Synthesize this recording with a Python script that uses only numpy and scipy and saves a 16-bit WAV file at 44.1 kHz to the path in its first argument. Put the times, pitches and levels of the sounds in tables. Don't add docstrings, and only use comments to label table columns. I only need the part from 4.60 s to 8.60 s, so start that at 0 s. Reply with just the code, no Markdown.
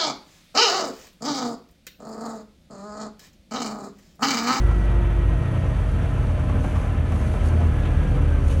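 import sys
import numpy as np
from scipy.fft import rfft, irfft, next_fast_len
from scipy.io import wavfile
from scipy.ndimage import map_coordinates

SR = 44100
rng = np.random.default_rng(int(sys.argv[2]) if len(sys.argv) > 2 else 0)


def bounce(signal):
    frames = np.transpose(np.atleast_2d(signal))
    limited = np.clip(frames, -1, 1)
    pcm = np.round(limited * 32767).astype(np.int16)
    wavfile.write(sys.argv[1], SR, pcm)


N = 176400

# time_s, rate_hz
FIRING_RATE = [(0, 52.28), (0.35, 51.23), (0.5, 50.84), (1, 49.75), (1.5, 48.63), (2, 47.48), (2.5, 46.44),
               (3, 45.11), (3.2, 44.7), (3.5, 43.45), (3.75, 41.73), (4, 39.84)]
# time_s, level_db
ENGINE_BOOM = [(0, -17.5), (0.1, -17.5), (0.45, -20), (0.74, -17.5), (0.86, -33), (0.96, -45), (1.1, -23.5),
               (1.8, -27.5), (2.35, -25), (2.6, -28), (2.72, -30), (2.83, -20), (2.98, -33), (3.12, -25.5),
               (3.35, -21.5), (3.95, -24)]
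# time_s, level_db
DRIVELINE_DRONE = [(0, -37), (0.8, -29), (1.6, -27), (2.3, -26), (2.6, -25), (2.75, -32), (2.92, -21),
                   (3.05, -16.5), (3.18, -25.5), (3.4, -21.5), (3.52, -27), (3.7, -19), (3.95, -26)]
# time_s, level_db
GEARBOX_HUM = [(0, -39.5), (.3, -39.5), (.58, -37.5), (.8, -42.5), (1, -46), (1.2, -60), (2.1, -49.5),
               (2.5, -44.5), (3.2, -44.5), (3.7, -37.5), (4, -46)]
# time_s, level_db
GEAR_SINGING = [(0, -69), (.45, -54), (.7, -45.5), (1.1, -42.5), (1.45, -53.5), (1.8, -43), (2.15, -42),
                (2.4, -77), (4, -54)]
# time_s, level_db
GEAR_WHINE = [(0, -47.5), (.35, -49.5), (.52, -53.5), (.85, -50), (1.2, -56.5), (1.45, -55.5), (1.7, -60),
              (2.1, -65), (2.45, -54), (2.95, -72), (3.15, -51.5), (3.33, -51.5), (3.48, -46), (3.6, -74),
              (3.73, -40.5), (3.83, -66)]
# times_firing_rate, fastest_db, slowest_db
WEAK_TONES = [(1.2, -41.5, -46), (1.4, -29, -46.5), (1.6, -33.5, -29), (2, -51.5, -24.5),
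              (2.74, -53.5, -33), (3, -44.5, -54), (3.2, -40, -67), (3.39, -45.5, -36), (3.68, -54, -54),
              (4.25, -58, -36), (5.2, -61, -60), (5.49, -64, -45.5), (5.78, -44.5, -64.5), (6.4, -66, -45),
              (7.31, -75, -46), (8.22, -77, -42.5), (9.57, -57, -44), (10.98, -54, -68),
              (11.56, -68, -50.5), (13.64, -56, -47.5), (17, -61, -64), (18.25, -54.5, -65.5)]
# pitch_hz, width_hz, lift_db
CABIN_RESONANCES = [(149, 3.4, 11), (246.8, 6.6, 12), (275.07, 7.2, 10.5), (329, 12, -7), (372.4, 4.2, 12),
                    (389, 3.59, 2), (424, 7.1, -9), (467, 3.3, 9.5), (497, 18, 6.5), (544, 5, 6),
                    (626, 4.4, 6), (649, 2.5, 6), (783, 24.16, 13)]

# time_s, roughness_db
ROAD_ROUGHNESS = [(0, 0), (.7, -1), (1.6, -0.5), (1.95, -0.5), (2.35, -0.5), (2.7, 1.5), (3.6, 0.35),
                  (4, -2)]
# time_s, level_db
AIR_RUSH = [(0, -57.5), (.45, -62), (.85, -60), (1.15, -58.5), (1.9, -59), (2.4, -60), (2.7, -57.5),
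            (3.2, -58.5), (4, -59)]
# peak_s, thud_db, rattle_db
ROAD_JOLTS = [(.09, -56, -34.5), (1.893, -33, -39), (1.948, -29, -52), (2.045, -30.5, -42),
              (2.161, -29.5, -36), (2.52, -25, -39), (2.61, -30, -44), (2.742, -31, -37.5),
              (3.01, -36, -42)]
# start_s, level_db
PANEL_KNOCKS = [(1.834, -36), (1.893, -30), (1.961, -37), (2.041, -29), (2.155, -39), (2.611, -40),
                (2.737, -30)]
# pitch_hz, relative_db, fade_s (time to fall 60 dB)
PANEL_TONES = [(445, -6, 0.11), (630, -8, 0.078), (750, -3, .08), (840, -6, 0.066), (1024, -9, 0.044),
               (1300, -15, .07), (1430, -10, .07), (1560, -11, 0.062)]
# peak_s, length_s, pitch_hz, level_db
PANEL_CREAKS = [(0.098, 0.11, 1350, -42.5), (2.07, 0.067, 1590, -49), (3.007, 0.04, 692, -39),
                (3.015, 0.026, 810, -38.5)]
# peak_s, length_s, level_db
AIR_HISSES = [(2.05, 0.051, -59), (2.17, 0.23, -56.5), (2.58, 0.13, -56), (2.77, 0.18, -58.5),
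              (2.868, 0.048, -52.5), (3.91, 0.065, -48), (3.98, 0.043, -58)]
# peak_s, length_s, level_db
TRIM_SCUFFS = [(3.255, 0.041, -44), (3.92, 0.038, -47)]

# pitch_hz, relative_db
RUMBLE_COLOUR = [(15, -28), (28, -10), (42, -11), (60, -6.5), (78, -1.5), (100, -4.5), (130, -10.5),
                 (180, -17), (300, -31), (600, -68)]
# pitch_hz, relative_db
BODY_COLOUR = [(80, -8), (150, 3), (215, 7), (290, -2.5), (380, -9), (600, -15.5), (1200, -45.5)]
# pitch_hz, relative_db
TYRE_COLOUR = [(150, -24), (350, 3.5), (620, 1), (820, -3.5), (1050, -2), (1180, -5.5), (1340, -4.5),
               (1900, -9.5), (2950, -15.5), (3800, -22), (5000, -47), (8000, -51)]
# pitch_hz, relative_db
AIR_COLOUR = [(2470, -48), (4200, 2.5), (4500, 2.5), (5000, -4), (6040, 1), (7750, -4.5), (8950, -1),
              (10400, -5.5), (11200, -2.5), (11900, -15), (15500, -41), (22000, -120)]
# pitch_hz, relative_db
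THUD_COLOUR = [(60, -3), (140, -15), (220, 6), (320, -13), (450, -12.5), (700, -12.5), (1500, -51)]
# pitch_hz, relative_db
RATTLE_COLOUR = [(200, -20), (450, -14), (700, 7), (1100, 17), (1500, -5.5), (2500, 0.5), (4000, -15),
                 (6300, -20), (11000, -28)]
# pitch_hz, relative_db
HISS_COLOUR = [(2000, -26), (3500, -1.5), (5000, -3), (6300, 2.5), (7800, -3), (9200, 0.5), (11500, -6)]
# pitch_hz, relative_db
SCUFF_COLOUR = [(800, -27), (1800, 0), (2800, 11), (3900, 2), (5000, -18), (6500, -8), (11000, -26)]


def engine():
    firing_hz = curve(FIRING_RATE)
    cycles = np.cumsum(firing_hz) / SR
    slowed = (firing_hz.max() - firing_hz) / np.ptp(firing_hz)
    out = amp(curve(ENGINE_BOOM)) * tone(cycles, waver_db=1, drift_rad=0.13)
    out += amp(curve(DRIVELINE_DRONE)) * tone(1.8 * cycles, waver_db=-0.5, drift_rad=0.16)
    out += amp(curve(GEARBOX_HUM)) * tone(6.81 * cycles, waver_db=1, drift_rad=0.075)
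    out += amp(curve(GEAR_SINGING)) * tone(12.79 * cycles, waver_db=-1, drift_rad=0.45)
    out += amp(curve(GEAR_WHINE)) * tone(37.42 * cycles, waver_db=-0.2, drift_rad=0.25)
    for multiple, fastest_db, slowest_db in WEAK_TONES:
        level_db = fastest_db + (slowest_db - fastest_db) * slowed
        pitch_hz = multiple * firing_hz
        lift_db = sum(db / (1 + ((pitch_hz - hz) / width) ** 2) for hz, width, db in CABIN_RESONANCES)
        out += amp(level_db + lift_db) * tone(multiple * cycles, waver_db=3, drift_rad=0.34)
    return out


def road():
    rough_db = curve(ROAD_ROUGHNESS)
    rumble = amp(-26.5 + 0.43 * rough_db) * noise(RUMBLE_COLOUR)
    body = amp(-36.5 + 1.6 * rough_db + 0.97 * wobble(17)) * noise(BODY_COLOUR)
    tyres = amp(-37 + 0.66 * rough_db + 0.87 * wobble(25)) * noise(TYRE_COLOUR)
    air = amp(curve(AIR_RUSH) + 0.35 * wobble(8.4) + 0.96 * wobble(150)) * noise(AIR_COLOUR)
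    return rumble + body + tyres + air


def jolts(rise_s=0.0077, fade_s=0.25):
    thud, rattle = np.zeros(N), np.zeros(N)
    for peak_s, thud_db, rattle_db in ROAD_JOLTS:
        since_peak = clock() - peak_s
        rise = np.clip(1 + since_peak / rise_s, 0, 1)
        fade = amp(-60 * np.maximum(since_peak, 0) / fade_s)
        thud += amp(thud_db) * rise * fade
        rattle += amp(rattle_db) * rise * fade
    chatter = unit(amp(4.1 * wobble(170)) * noise(RATTLE_COLOUR))
    return thud * noise(THUD_COLOUR) + rattle * chatter


def knocks(rise_s=0.0034, clack_fade_s=0.095):
    out, grit = np.zeros(N), noise(RATTLE_COLOUR)
    age = np.arange(SR // 2) / SR
    for start_s, level_db in PANEL_KNOCKS:
        span = round(start_s * SR) + np.arange(len(age))
        ring = np.zeros(len(age))
        for pitch_hz, relative_db, fade_s in PANEL_TONES:
            fade = amp(relative_db + rng.normal(0, 2) - 60 * age / fade_s)
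            ring += fade * np.sin(2 * np.pi * (pitch_hz * age + rng.random()))
        clack = amp(-6.5 - 60 * age / clack_fade_s) * grit[span]
        rise = np.minimum(age / rise_s, 1)
        out[span] += amp(level_db) * rise * (ring + clack)
    return out


def creaks():
    out = np.zeros(N)
    for peak_s, length_s, pitch_hz, level_db in PANEL_CREAKS:
        cycles = pitch_hz * clock() + 0.2 * wobble(90)
        out += amp(level_db) * swell(peak_s, length_s) * tone(cycles, waver_db=-2, drift_rad=0.32)
    return out


def scuffs():
    return puffs(TRIM_SCUFFS, SCUFF_COLOUR, grain_db=-5)


def hisses():
    return puffs(AIR_HISSES, HISS_COLOUR, grain_db=2)


def fan(pitch_hz=120, level_db=-32):
    return amp(level_db) * tone(pitch_hz * clock(), waver_db=2.5, drift_rad=0.25)


def amp(db):
    return 10 ** (np.asarray(db) / 20)


def unit(x):
    return x / np.sqrt(np.mean(x ** 2) + 1e-20)


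def clock():
    return np.arange(N) / SR


def curve(rows):
    return np.interp(clock(), *np.transpose(rows))


def wobble(rate_hz):
    return map_coordinates(rng.standard_normal(2048), [clock() * rate_hz], mode="wrap")


def swell(peak_s, length_s):
    return np.exp(-2 * ((clock() - peak_s) / length_s) ** 2)


def tone(cycles, waver_db, drift_rad):
    strength = np.sqrt(2) * amp(waver_db * wobble(4.997))
    return strength * np.sin(2 * np.pi * (cycles + rng.random()) + drift_rad * wobble(14))


def noise(colour, ripple_spacing_hz=35.02):
    size = next_fast_len(N + 8192)
    hz = np.fft.rfftfreq(size, 1 / SR)
    colour_hz, colour_db = np.transpose(colour)
    smooth_db = np.interp(np.log(hz + 1), np.log(colour_hz), colour_db)
    ripple = map_coordinates(rng.standard_normal(2048), [hz / ripple_spacing_hz], mode="wrap")
    ripple_db = 2.5 * np.clip(hz / 1000, 0, 1) * ripple
    white = rfft(rng.standard_normal(size))
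    return unit(irfft(white * amp(smooth_db + ripple_db), size)[:N])


def puffs(events, colour, grain_db):
    strength = sum(amp(level_db) * swell(peak_s, length_s) for peak_s, length_s, level_db in events)
    return strength * unit(amp(grain_db * wobble(300)) * noise(colour))


def scene():
    return (engine() + fan() + road() + jolts() + knocks() + hisses() + scuffs() + creaks())[None]


def record(dry, top_hz=11950):
    size = next_fast_len(N + 8192)
    kept = np.fft.rfftfreq(size, 1 / SR) < top_hz
    return irfft(rfft(dry, size) * kept, size)[..., :N]


dry = scene()
out = record(dry)
bounce(out)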